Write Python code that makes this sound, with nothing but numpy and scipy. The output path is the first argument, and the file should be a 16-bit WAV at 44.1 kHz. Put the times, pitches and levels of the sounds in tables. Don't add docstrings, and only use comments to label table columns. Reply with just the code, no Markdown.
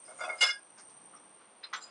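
import sys
import numpy as np
from scipy import signal
from scipy.fft import rfft, irfft
from scipy.io import wavfile

SR = 44100
rng = np.random.default_rng(int(sys.argv[2]) if len(sys.argv) > 2 else 0)


def unload_audio(sound):
    columns = np.transpose(np.atleast_2d(sound))
    steps = np.round(np.clip(columns, -1, 1) * 32767)
    wavfile.write(sys.argv[1], SR, steps.astype(np.int16))


N = 83790
TIME_S, FREQ_HZ = np.arange(N) / SR, np.fft.rfftfreq(N, 1 / SR)
TILT_PIVOT_HZ, BAND_LIMIT_HZ = 2000, 10750


def rod():
    # t/s, ring level/dB, clash level/dB, tilt/(dB/oct)
    clinks = [(.381, -54, -58.5, -5), (0.406, -27, -27.5, 0.5), (.419, -27, -29.5, -2),
              (0.455, -42, -41.5, 3.5), (0.484, -26.5, -45, -2.5)]
    # f/Hz, level/dB
    spectrum = [(40, -64), (120, -47), (330, -24), (480, -1), (900, -2.5), (1450, 5.5), (1850, -2),
                (2900, 2), (4200, 3.5), (5900, -9), (7400, 1), (9400, -11.5), (10700, -13.5)]
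    # f/Hz, t60/s
    decay = [(400, 0.17), (1400, 0.37), (4000, 0.12), (10000, 0.12)]
    modes_hz = [1418, 1459, 1636, 2137, 2864, 3462, 4055, 4764, 4904, 5113, 5143, 5543, 6191, 6944, 7277,
                7835, 9191, 10307]
    # level/dB, t60/s, rise/s
    envelopes = [(-12, 0.17, 0.015), (-20, 0.49, 0.0041), (-11, 0.32, 0.076), (1.5, 0.16, 0.013),
                 (-2.5, 0.21, 0.0069), (-4, 0.17, 0.024), (-14.5, .12, 0.012), (-11, 0.24, 0.025),
                 (-14, 0.15, 0.017), (-4, 0.18, 0.029), (-6.5, 0.14, 0.032), (-17, 0.27, 0.011),
                 (-11.5, 0.16, .02), (-32, 0.35, 0.0096), (-16.5, 0.21, 0.003), (-24, 0.2, 0.0045),
                 (-23.5, 0.22, 0.01), (-22, 0.21, 0.013)]
    modes = [(hz, *row) for hz, row in zip(modes_hz, envelopes)]
    clash = burst(clinks, spectrum, decay, rise_s=0.012)
    tone = ring(clinks, modes, scatter=0.5, waver_hz=35.6)
    grip_s, grip_db_per_s = 0.47, 118.5
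    grip = amp(-grip_db_per_s * np.maximum(TIME_S - grip_s, 0))
    return grip * (echoed(clash) + tone)


def frame():
    # t/s, ring level/dB, thud level/dB, tilt/(dB/oct)
    bumps = [(0.077, -57.5, -58, -1.5), (0.108, -66, -54, -4), (0.186, -51.5, -50.5, 2),
             (0.205, -37, -41, 2.5), (.234, -41.5, -41, 1.5), (0.275, -46.5, -52.5, -4.5),
             (0.289, -43.5, -41, 0.5), (0.323, -59.5, -57, 3), (.365, -66, -67, -2.5)]
    # f/Hz, level/dB
    spectrum = [(40, -59), (120, -27), (300, -4.5), (620, 12), (900, 8.5), (1450, 10), (1820, -17),
                (2150, 1), (3000, -26.5), (4100, -39), (4900, -8.5), (7500, -23), (10500, -33)]
    # f/Hz, t60/s
    decay = [(400, 0.31), (2000, 0.31), (8000, 0.071)]
    # f/Hz, level/dB, t60/s, rise/s
    modes = [(632, -1, 0.19, 0.015), (722, -4, 0.26, 0.004), (1190, -10, 0.12, 0.0077),
             (1232, -35, 0.45, 0.0068), (1330, -7.5, 0.43, 0.0045), (1427, -0.5, 0.15, 0.0022),
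             (1505, -8.5, 0.12, 0.0085), (1664, -15, 0.31, 0.023), (2128, -2.5, 0.054, 0.0094),
             (2162, -19.5, 0.076, 0.0032), (2810, -22, 0.16, 0.018), (3530, -16, 0.094, 0.018),
             (4740, -22.5, 0.16, 0.014), (4847, -21, 0.25, 0.009)]
    thud = burst(bumps, spectrum, decay, rise_s=0.0048)
    return echoed(thud) + ring(bumps, modes, scatter=0.65)


def pings():
    # t/s, level/dB, f/Hz, rise/s, t60/s
    touches = [(.08, -61.5, 2174, .008, .3), (0.176, -53, 6900, 0.0061, 0.17),
               (.237, -44.5, 3410, 0.0068, 0.07), (.240, -44.5, 2556, 0.0084, .13),
               (0.242, -54, 5790, 0.0043, 0.17), (0.291, -31.5, 2139, 0.0042, 0.14),
               (0.322, -37.5, 2134, 0.0031, 0.1), (0.379, -54, 5020, 0.0086, 0.2),
               (1.637, -39, 4110, 0.004, 0.088), (1.79, -42, 1473, .004, 0.085),
               (1.837, -54.5, 4950, 0.0031, 0.27)]
    return sum(ring([(start_s, db, 0, 0)], [(hz, 0, t60_s, rise_s)], scatter=0.9)
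               for start_s, db, hz, rise_s, t60_s in touches)


def jack():
    # t/s, ring level/dB, thud level/dB, tilt/(dB/oct)
    knocks = [(1.41, -74, -63, -5.5), (1.728, -40.5, -46.5, -6), (1.734, -38.5, -34.5, 0)]
    # f/Hz, level/dB
    spectrum = [(40, -64.5), (150, -30.5), (500, -29), (850, -7), (1300, 2.5), (2000, -1), (2700, -8.5),
                (3500, 2.5), (4300, -5.5), (5300, -10), (6050, -4), (7200, -23.5), (8000, -34),
                (10500, -40)]
    # f/Hz, t60/s
    decay = [(500, 0.35), (1300, 0.21), (3500, .15), (7000, 0.13)]
    # f/Hz, level/dB, t60/s, rise/s
    modes = [(1077, -16, .2, 0.0046), (1258, -7.5, 0.2, 0.0058), (1325, -8.5, .2, 0.0073),
             (1461, -9, 0.25, 0.0056), (1517, -9, 0.21, 0.0025), (1644, -14, 0.11, 0.0034),
             (1980, -6.5, 0.11, 0.0023), (2210, -8, 0.12, 0.0026), (3310, -10, 0.17, 0.0053),
             (4980, -10.5, 0.073, 0.0034), (6000, -16.5, 0.34, .005)]
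    thud = burst(knocks, spectrum, decay, rise_s=0.0019)
    return echoed(thud) + ring(knocks, modes, scatter=0.75)


def small_parts():
    # t/s, relative level/dB, f/Hz, width/Hz, rise/s, t60/s
    ticks = [(.049, -60, 5150, 450, .008, .25), (.766, -56, 1300, 1700, .022, .2),
             (.772, -55, 5600, 1900, .02, .17), (.892, -64, 4800, 3500, .003, .15),
             (1.125, -59, 1200, 1200, .015, .17), (1.135, -53, 1190, 160, .005, .17),
             (1.157, -62, 5650, 400, .008, .15), (1.625, -49, 1800, 2300, .018, .17),
             (1.632, -53, 4920, 400, .008, .14), (1.633, -41.5, 3740, 330, .01, .08),
             (1.759, -54, 7380, 250, .008, .19), (1.805, -55, 4950, 180, .008, .25),
             (1.806, -49, 7250, 550, .026, .16), (1.814, -54, 4100, 330, .008, .16)]
    low_cut_hz, gain_db = 550, -1
    highpass = FREQ_HZ ** 2 / (FREQ_HZ ** 2 + low_cut_hz ** 2)
    out = np.zeros(N)
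    for start_s, db, hz, width_hz, rise_s, t60_s in ticks:
        resonance = (1 + 2 * ((FREQ_HZ - hz) / width_hz) ** 2) ** -1.5
        out += amp(db) * swell(start_s, rise_s, t60_s) * noise(highpass * resonance)
    return amp(gain_db) * echoed(out)


def rustle():
    # f/Hz, level/dB
    spectrum = [(300, -21), (1500, 7.5), (5500, 2), (7000, 6), (9500, 6.5), (10700, -2.5)]
    # t/s, level/dB
    levels = [(0, -79), (.07, -68), (.15, -67), (.24, -55.5), (.33, -69), (.4, -55), (.55, -89)]
    return drifting(spectrum, levels)


def workshop():
    # f/Hz, level/dB
    air = [(25, -39.5), (60, -30), (100, -11.5), (150, -8), (220, -0.5), (600, 5), (1100, 5), (1600, -3),
           (3000, -5.5), (4600, -12), (5800, -20), (6500, -23.5), (7600, -23), (9500, -33.5), (10700, -38)]
    rumble = [(30, -36), (60, -25), (100, -7.5), (150, 4), (215, 4), (300, 5), (500, -3.5), (1200, -44)]
    hiss = [(5200, -46), (5950, -17), (6400, -40.5), (7400, -43), (8100, -24), (8500, -12.5), (8790, 3),
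            (8950, -11), (9150, -31.5), (10000, -53)]
    # t/s, level/dB
    air_levels = [(0, -64), (.4, -59.5), (.65, -64), (.98, -62), (1.25, -62), (1.55, -63), (1.9, -57.5)]
    rumble_levels = [(0, -80.5), (.23, -66.5), (.4, -88), (.7, -76), (.95, -69), (1.17, -70.5), (1.45, -77),
                     (1.75, -84), (1.9, -89)]
    hiss_levels = [(0, -53.5), (.35, -55), (.6, -59.5), (.9, -55), (1.15, -57.5), (1.35, -61), (1.9, -69.5)]
    room = drifting(air, air_levels) + drifting(rumble, rumble_levels)
    return echoed(room) + drifting(hiss, hiss_levels)


def ring(hits, modes, scatter, waver_hz=35.2):
    lowpass = 1 / (1 + (FREQ_HZ / waver_hz) ** 2)
    out = np.zeros(N)
    for hz, db, t60_s, rise_s in modes:
        octaves = np.log2(hz / TILT_PIVOT_HZ)
        power = sum((amp(hit_db + tilt * octaves) * swell(start_s, rise_s, t60_s)) ** 2
                    for start_s, hit_db, _, tilt in hits)
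        reflected = (noise(lowpass) + 1j * noise(lowpass)) / np.sqrt(2)
        waver = (1 + scatter * reflected) / np.hypot(1, scatter)
        carrier = np.exp(2j * np.pi * (hz * TIME_S + rng.random()))
        out += amp(db) * np.sqrt(2 * power) * (waver * carrier).real
    return out


def burst(hits, spectrum, decay, rise_s):
    bands_hz = np.geomspace(200, 10000, 8)
    shares = [at_hz(list(zip(bands_hz, row)), FREQ_HZ) for row in np.eye(len(bands_hz))]
    octaves = np.log2(np.maximum(FREQ_HZ, bands_hz[0]) / TILT_PIVOT_HZ)
    out = np.zeros(N)
    for start_s, _, db, tilt in hits:
        colour = amp(at_hz(spectrum, FREQ_HZ) + tilt * octaves) * (FREQ_HZ < BAND_LIMIT_HZ)
        bins = rfft(noise(colour))
        for hz, share in zip(bands_hz, shares):
            out += amp(db) * irfft(bins * share, N) * swell(start_s, rise_s, at_hz(decay, hz))
    return out


def swell(start_s, rise_s, t60_s):
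    age_s = TIME_S - start_s
    return np.clip(age_s / rise_s, 0, 1) * amp(-60 * np.maximum(age_s - rise_s, 0) / t60_s)


def echoed(x):
    # delay/s, level/dB
    echoes = [(.0057, -22), (.0094, -14)]
    response = 1 + sum(amp(db) * np.exp(-2j * np.pi * FREQ_HZ * delay_s) for delay_s, db in echoes)
    return signal.oaconvolve(x, irfft(response, N)[:2048])[:N]


def drifting(spectrum, levels):
    envelope = amp(np.interp(TIME_S, *np.transpose(levels)))
    return envelope * noise(amp(at_hz(spectrum, FREQ_HZ)))


def noise(gain):
    x = irfft(gain * np.exp(2j * np.pi * rng.random(len(FREQ_HZ))), N)
    return x / (x.std() + 1e-20)


def at_hz(points, hz):
    points_hz, values = np.transpose(points)
    return np.interp(np.log(hz + 1), np.log(points_hz + 1), values)


def amp(db):
    return 10 ** (np.asarray(db) / 20)


def scene():
    return (rod() + frame() + pings() + jack() + small_parts() + workshop() + rustle())[None]


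def record(dry):
    lowpass = signal.firwin(301, BAND_LIMIT_HZ, window=("kaiser", 8), fs=SR)
    return signal.oaconvolve(dry, lowpass[None], "same")


dry = scene()
out = record(dry)
unload_audio(out)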